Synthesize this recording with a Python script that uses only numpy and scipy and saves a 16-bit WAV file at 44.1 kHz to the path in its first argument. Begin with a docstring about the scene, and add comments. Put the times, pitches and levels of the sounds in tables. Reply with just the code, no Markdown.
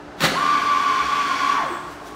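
"""A paper towel dispenser in a tiled restroom: a sheet is ripped off and the plastic housing thumps.
The tear is a dense train of fibre fractures; the thump is the free decay of the housing's modes.
A small geared motor spins up and feeds the next sheet, whining at the tooth-mesh rate and rattling
with the tooth impacts, then coasts down with a thin squeak. The torn sheet rustles faintly in the
hand, and the tiles reverberate over the steady ventilation."""
import sys
import numpy as np
from scipy import signal
from scipy.io import wavfile

SR = 44100
rng = np.random.default_rng(int(sys.argv[2]) if len(sys.argv) > 2 else 0)


def generate_wav(signal):
    """Clip the signal to [-1, 1] and save it as 16-bit WAV at the path in sys.argv[1]."""
    frames = np.transpose(np.atleast_2d(signal))
    scaled = np.clip(frames, -1, 1) * 32767
    pcm = np.round(scaled).astype(np.int16)
    wavfile.write(sys.argv[1], SR, pcm)


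N = 94815
TIME = np.arange(N) / SR
RUN_HZ = 1140  # tooth-mesh rate at running speed


def amp(db):
    """Decibels as an amplitude ratio."""
    return 10 ** (np.asarray(db) / 20)


def unit_rms(x):
    """Normalisation to an rms of 1."""
    return x / np.sqrt(np.mean(abs(x) ** 2) + 1e-20)


def curve(points):
    """Linear interpolation of (time_s, value) points at every sample."""
    return np.interp(TIME, *np.transpose(points))


def at_frequency(points, hz):
    """Interpolation of (frequency_hz, value) points on a logarithmic frequency axis."""
    point_hz, value = np.transpose(points)
    return np.interp(np.log(hz + 1), np.log(point_hz + 1), value)


def colour(x, spectrum):
    """Minimum-phase filtering at unit energy: only the shape of the spectrum counts."""
    log_gain = np.log(amp(at_frequency(spectrum, abs(np.fft.fftfreq(4096, 1 / SR)))))
    taps = np.fft.ifft(np.exp(np.conj(signal.hilbert(log_gain)))).real[:2048]
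    return signal.fftconvolve(x, taps / np.linalg.norm(taps))[:N]


def wander(hz):
    """Random modulation: complex noise of rms 1, low-passed at about hz."""
    noise = rng.standard_normal(N) + 1j * rng.standard_normal(N)
    return unit_rms(np.fft.ifft(noise / (1 + (np.fft.fftfreq(N, 1 / SR) / hz) ** 2)))


def random_phasor(cycles):
    """A complex oscillation with a random starting phase."""
    return np.exp(2j * np.pi * (cycles + rng.random()))


def crackle(per_s, spread_db):
    """Shot noise: a Poisson train of clicks with sizes scattered by spread_db, rms 1."""
    sizes = amp(spread_db * np.minimum(rng.exponential(1, N), 4)) * rng.choice([-1, 1], N)
    return unit_rms(sizes * (rng.random(N) < per_s / SR))


def resonance(x, hz, width_hz):
    """A single damped mode that preserves the rms of white noise."""
    radius = np.exp(-np.pi * width_hz / SR)
    pole = radius * np.exp(2j * np.pi * hz / SR)
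    return np.sqrt(2 * (1 - radius ** 2)) * signal.lfilter([1], [1, -pole], x).real


def gear_tones(orders, teeth):
    """Rotational orders: tones locked to the mesh, each part steady and part randomly modulated."""
    tones = np.zeros(N)
    for multiple, db, roughness in orders:
        modulation = np.sqrt(1 - roughness ** 2) + roughness * wander(hz=35.5)
        tones += np.sqrt(2) * amp(db) * (modulation * random_phasor(multiple * teeth)).real
    return tones


def ventilation():
    """Broadband flow noise and a wavering fan hum, which beats against the tone of the motor shaft."""
    # Fan tones: pitch_hz, level_db
    fan_tones = [(293.5, -47.5), (360, -51.5), (420, -52)]
    # Spectrum of the moving air: frequency_hz, density_db
    air_spectrum = [(15, -43), (30, -19.5), (65, -5.5), (90, -12.5), (130, -8.5), (300, -6.5), (500, -9),
                    (750, -6), (1000, -11.5), (1600, -12.5), (2230, -22.5), (2850, -25), (6000, -33),
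                    (15500, -56)]
    hum = sum(amp(db) * ((1 + 0.18 * wander(hz=2.6)) * random_phasor(hz * TIME)).real
              for hz, db in fan_tones)
    return amp(-39.5) * colour(rng.standard_normal(N), air_spectrum) + np.sqrt(2) * hum


def tear():
    """Acoustic emission of fracture: fibres break along the blade in a crackle with sharp snaps."""
    # Force of the tear along the toothed blade: time_s, level_db
    force = [(0.165, -37), (0.203, -18), (0.209, -7), (0.226, -4), (0.238, 0), (0.258, 0.5), (0.268, -3.5),
             (0.285, -16)]
    # Single snaps of the paper: start_s, level_db
    snaps = [(0.2062, 1), (0.222, -0.5), (0.2374, 5), (0.2417, 5), (0.257, -1)]
    # Spectrum of the tearing sheet: frequency_hz, density_db
    spectrum = [(40, -31), (90, -25), (160, -2.5), (400, -12), (640, -10.5), (1090, -10), (1310, -6),
                (1700, -9), (4460, -14), (5000, -20.5), (7000, -23), (10500, -31), (15500, -31.5)]
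    snap_decay_s, fizz_hz, fizz_peak_s, fizz_width_s = 0.0011, 15200, 0.218, 0.009
    tearing = (TIME > force[0][0]) * (TIME < force[-1][0])
    fractures = amp(curve(force) - 17.5) * crackle(per_s=7000, spread_db=3.5) * tearing
    for start_s, db in snaps:
        burst = rng.standard_normal(N) * (TIME >= start_s) * np.exp(-abs(TIME - start_s) / snap_decay_s)
        fractures += amp(db + 3.5) * burst / np.linalg.norm(burst) / 2
    # A high fizz as the first edge gives way.
    fizz = (wander(hz=2600) * np.exp(2j * np.pi * fizz_hz * TIME)).real
    fizz_envelope = amp(-34) * np.exp(-((TIME - fizz_peak_s) / fizz_width_s) ** 2)
    return colour(fractures, spectrum) + fizz_envelope * fizz


def thump(start_s=0.232, attack_s=0.0055):
    """Free vibration: the housing's modes are struck as the sheet comes free and decay exponentially."""
    # Modes of the plastic housing: pitch_hz, level_db, t60_s
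    modes = [(63.3, -36, 0.57), (136, -41, 0.21), (170, -35.5, .25), (215, -33, 0.11), (261.8, -26, 0.73),
             (401, -17.5, 0.097), (539.7, -19.5, .13), (746, -30, 0.088)]
    age = np.maximum(TIME - start_s, 0)
    ringing = sum(amp(db) * 1e-3 ** (age / t60) * random_phasor(hz * age).imag for hz, db, t60 in modes)
    return ringing * np.minimum(age / attack_s, 1)


def motor_motion(wobble_hz=5.6):
    """Phase is the integral of rate: returns mesh rate, relative speed and the count of teeth passed."""
    # Spin-up, feed and coast of the motor: time_s, mesh_hz
    mesh_rate = [(0.29, 29.9), (0.335, 499.5), (0.37, 1079), (0.41, 1164), (0.53, 1175), (0.7, 1150),
                 (0.95, 1137), (1.05, 1131), (1.15, 1138), (1.27, 1120), (1.4, 1128), (1.5, 1149),
                 (1.545, 1123), (1.6, 893), (1.66, 598.4), (1.71, 382), (1.745, 301.9), (1.8, 30.02)]
    (start_s, start_hz), stop_s = mesh_rate[0], mesh_rate[-1][0]
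    wobble = 0.005 * random_phasor(wobble_hz * TIME).imag  # the roller is out of round
    mesh_hz = curve(mesh_rate) * (1 + wobble)
    speed = np.clip((mesh_hz - start_hz) / RUN_HZ, 0, 2) * (TIME > start_s) * (TIME < stop_s)
    # Slack gears turn unevenly below full speed.
    flutter_depth = 0.011 + 0.14 * np.maximum(1 - mesh_hz / RUN_HZ, 0)
    flutter = flutter_depth * unit_rms(wander(hz=59.95).real)
    teeth = np.cumsum(abs(mesh_hz * (1 + flutter))) / SR
    return mesh_hz, speed, teeth


def gears(speed, teeth, tick_decay_s=0.00054, low_cut_hz=1530):
    """Impact excitation: each tooth ticks into gearbox, housing and frame, among weaker gear tones."""
    # Response of the gearbox: frequency_hz, density_db
    rattle_spectrum = [(1000, -21.5), (1700, -0.5), (1880, -5.5), (2270, 1.5), (2780, -8.5), (3430, -3.5),
                       (3770, -15.5), (4500, -9.5), (4830, -20.5), (5710, -16), (7820, -25), (10400, -39),
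                       (15500, -49)]
    # Strength of the gearbox rattle: time_s, level_db
    rattle_level = [(0.33, -51), (0.45, -31.5), (1.0, -32), (1.5, -30.5), (1.7, -39.5)]
    # Response of the housing under the gears: frequency_hz, density_db
    body_spectrum = [(90, -12.5), (170, -5), (300, -0.5), (480, -10), (750, 5), (950, -6.5), (1500, 5),
                     (1900, -1), (3500, -47)]
    # Clatter of the housing, stronger when the gears are slack: time_s, level_db
    body_level = [(0.33, -28), (0.42, -35.5), (1.0, -34.5), (1.5, -33.5), (1.62, -30.5), (1.72, -29)]
    # Modes of the drive frame: pitch_hz, width_hz, level_db
    frame_modes = [(1063, 5.2, -36), (1126, 6.5, -30), (962, 20, -43), (1540, 71, -42)]
    # Weaker tones of shaft and gears: mesh_multiple, level_db, roughness_fraction
    orders = [(.374, -45, 0.08), (.75, -42.5, 0.57), (1.268, -35.5, 0.96), (1.36, -43, 0.95),
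              (2, -42, 0.57), (3, -45, 0.75), (4, -49, .6)]
    tooth_force = amp(1.5 * rng.standard_normal(N))[teeth.astype(int)]
    tooth_decay = np.exp(-(teeth % 1) / RUN_HZ / tick_decay_s)  # lengthens below running speed
    ticks = tooth_force * tooth_decay * rng.standard_normal(N)
    ticks /= np.std(ticks[speed > 0.5])
    low_cut = signal.butter(2, low_cut_hz, "high", fs=SR, output="sos")
    rattle = amp(curve(rattle_level)) * speed * signal.sosfilt(low_cut, colour(ticks, rattle_spectrum))
    body = amp(curve(body_level)) * speed ** 0.86 * colour(ticks, body_spectrum)
    frame = sum(amp(db) * resonance(ticks * speed, hz, width_hz) for hz, width_hz, db in frame_modes)
    return rattle + body + frame + speed ** 2 * gear_tones(orders, teeth)


def whine(mesh_hz, speed, teeth):
    """Periodic forcing: meshing teeth give a rough tone, and the shaft a throbbing hum at its own rate."""
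    # Mesh tone and its sidebands from the eccentric wheels: mesh_multiple, level_db, roughness_fraction
    mesh_orders = [(1, -2.5, 0.13), (.934, -8.5, 0.25), (.969, -21.5, 0.57), (1.035, -19, 0.89)]
    # Strength of the whine as the load on the gears comes and goes: time_s, level_db
    load = [(0.375, -17), (0.45, -18.5), (0.52, -17), (0.64, -24), (0.71, -15.5), (0.87, -15),
            (0.98, -16.5), (1.04, -27.5), (1.1, -13), (1.18, -17), (1.23, -45), (1.3, -13.5), (1.37, -26.5),
            (1.44, -12.5), (1.54, -18.5), (1.6, -18.5)]
    groan_hz, groan_width_hz = 365, 61
    teeth_per_turn, throb_hz, throb_peak_s = 4, 9.3, 1.0
    mesh = amp(curve(load) - 3) * speed ** 2.03 * gear_tones(mesh_orders, teeth)
    # The housing groans as the mesh tone sweeps through its resonance.
    response = np.exp(-((mesh_hz - groan_hz) / groan_width_hz) ** 2)
    groan = amp(-25.5) * response * np.sin(2 * np.pi * teeth)
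    throb = 1 + 0.75 * np.cos(2 * np.pi * throb_hz * (TIME - throb_peak_s))
    shaft = amp(-38.5) * speed ** 3.1 * throb * np.sin(2 * np.pi * teeth / teeth_per_turn)
    return mesh + groan + shaft


def slide():
    """Friction noise: the growing sheet hisses over the lip of the slot."""
    # Strength of the hiss: time_s, level_db
    level = [(0.33, -74), (0.42, -44.5), (1.0, -43.5), (1.53, -41), (1.59, -56), (1.7, -90)]
    # Spectrum of paper on the lip: frequency_hz, density_db
    spectrum = [(1500, -39), (3500, 2), (5700, 7.5), (7500, -6.5), (9500, -6), (10800, -22), (15500, -23)]
    return amp(curve(level)) * colour(crackle(per_s=3100, spread_db=0), spectrum)


def swell(start_s, length_s):
    """A half-sine envelope that peaks slightly late."""
    return np.sin(np.pi * np.clip((TIME - start_s) / length_s, 0, 1) ** 1.1)


def bump(pitch_hz=66):
    """A low tone burst, heard as a soft bump halfway through the feed."""
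    return amp(-43.5) * swell(start_s=1, length_s=0.12) * np.sin(2 * np.pi * pitch_hz * TIME)


def squeak(start_s=1.645, start_hz=8500, fall_hz_per_s=5400):
    """Narrow-band noise on a falling glide, heard as a thin squeak while the drive coasts to rest."""
    # Partials of the squeak: pitch_multiple, level_db
    partials = [(1, 1.5), (1.85, -7)]
    cycles = np.cumsum(start_hz - fall_hz_per_s * (TIME - start_s)) / SR
    bands = sum(amp(db) * (wander(hz=520) * np.exp(2j * np.pi * multiple * cycles)).real
                for multiple, db in partials)
    return amp(-47.5) * swell(start_s, length_s=0.15) * bands


def rustle():
    """Crumpling noise: the torn sheet gives off many small clicks in the hand."""
    # Handling of the sheet: time_s, level_db
    handling = [(0.3, -86), (1.6, -97), (1.8, -54), (1.88, -55), (1.925, -47), (1.975, -59), (2.035, -56),
                (2.07, -46.5), (2.11, -52), (2.15, -64)]
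    # Spectrum of the crumpling paper: frequency_hz, density_db
    spectrum = [(800, -8), (2500, 5.5), (6000, 3), (9000, -3.5), (13000, -7), (16000, -8)]
    return amp(curve(handling)) * colour(crackle(per_s=3000, spread_db=-1.5), spectrum)


def room(x, early_db, tail_db):
    """Reverberation: direct sound, early reflections from the near wall, then the tiles' diffuse tail."""
    # Reverberation time of the tiled room: frequency_hz, t60_s
    decay_times = [(100, 0.35), (280, 1.13), (550, 0.77), (1130, 1.625), (2200, 1.18), (4500, 0.98),
                   (9000, 1), (16000, 0.2)]
    reflections_per_s, first_echo_s, early_t60_s, build_up_s = 1500, 0.002, 0.17, 0.015
    t = TIME[:SR]
    arrivals = rng.standard_normal(SR) * (rng.random(SR) < reflections_per_s / SR) * (t > first_echo_s)
    early = arrivals * amp(-60 * t / early_t60_s)
    diffuse = rng.standard_normal(SR) * np.minimum(t / build_up_s, 1)
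    hz, frame_s, bands = signal.stft(diffuse, SR, nperseg=512)
    decay = amp(-60 * frame_s / at_frequency(decay_times, hz)[:, None])
    tail = signal.istft(bands * decay, SR, nperseg=512)[1][:SR] / np.sqrt(SR / 20)
    impulse_response = amp(early_db) * early / np.linalg.norm(early) + amp(tail_db) * tail
    return x + signal.fftconvolve(x, impulse_response)[:N]


def scene():
    """Superposition of tear, feed and rustle in the tiled room, over the ventilation."""
    mesh_hz, speed, teeth = motor_motion()
    hand = room(tear() + thump() + rustle(), early_db=-9.5, tail_db=-4)
    feed = amp(-2) * room(gears(speed, teeth) + slide() + squeak(), early_db=-9.5, tail_db=-2.5)
    tone = room(whine(mesh_hz, speed, teeth), early_db=-13.5, tail_db=-6)
    return (hand + feed + tone + bump() + ventilation())[None]


def record(dry):
    """Band limiting: a linear-phase low-pass filter removes the highest treble."""
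    low_pass = signal.firwin(801, cutoff=15750, window=("kaiser", 9), fs=SR)
    return signal.oaconvolve(dry, low_pass[None], "same")


dry = scene()
out = record(dry)
generate_wav(out)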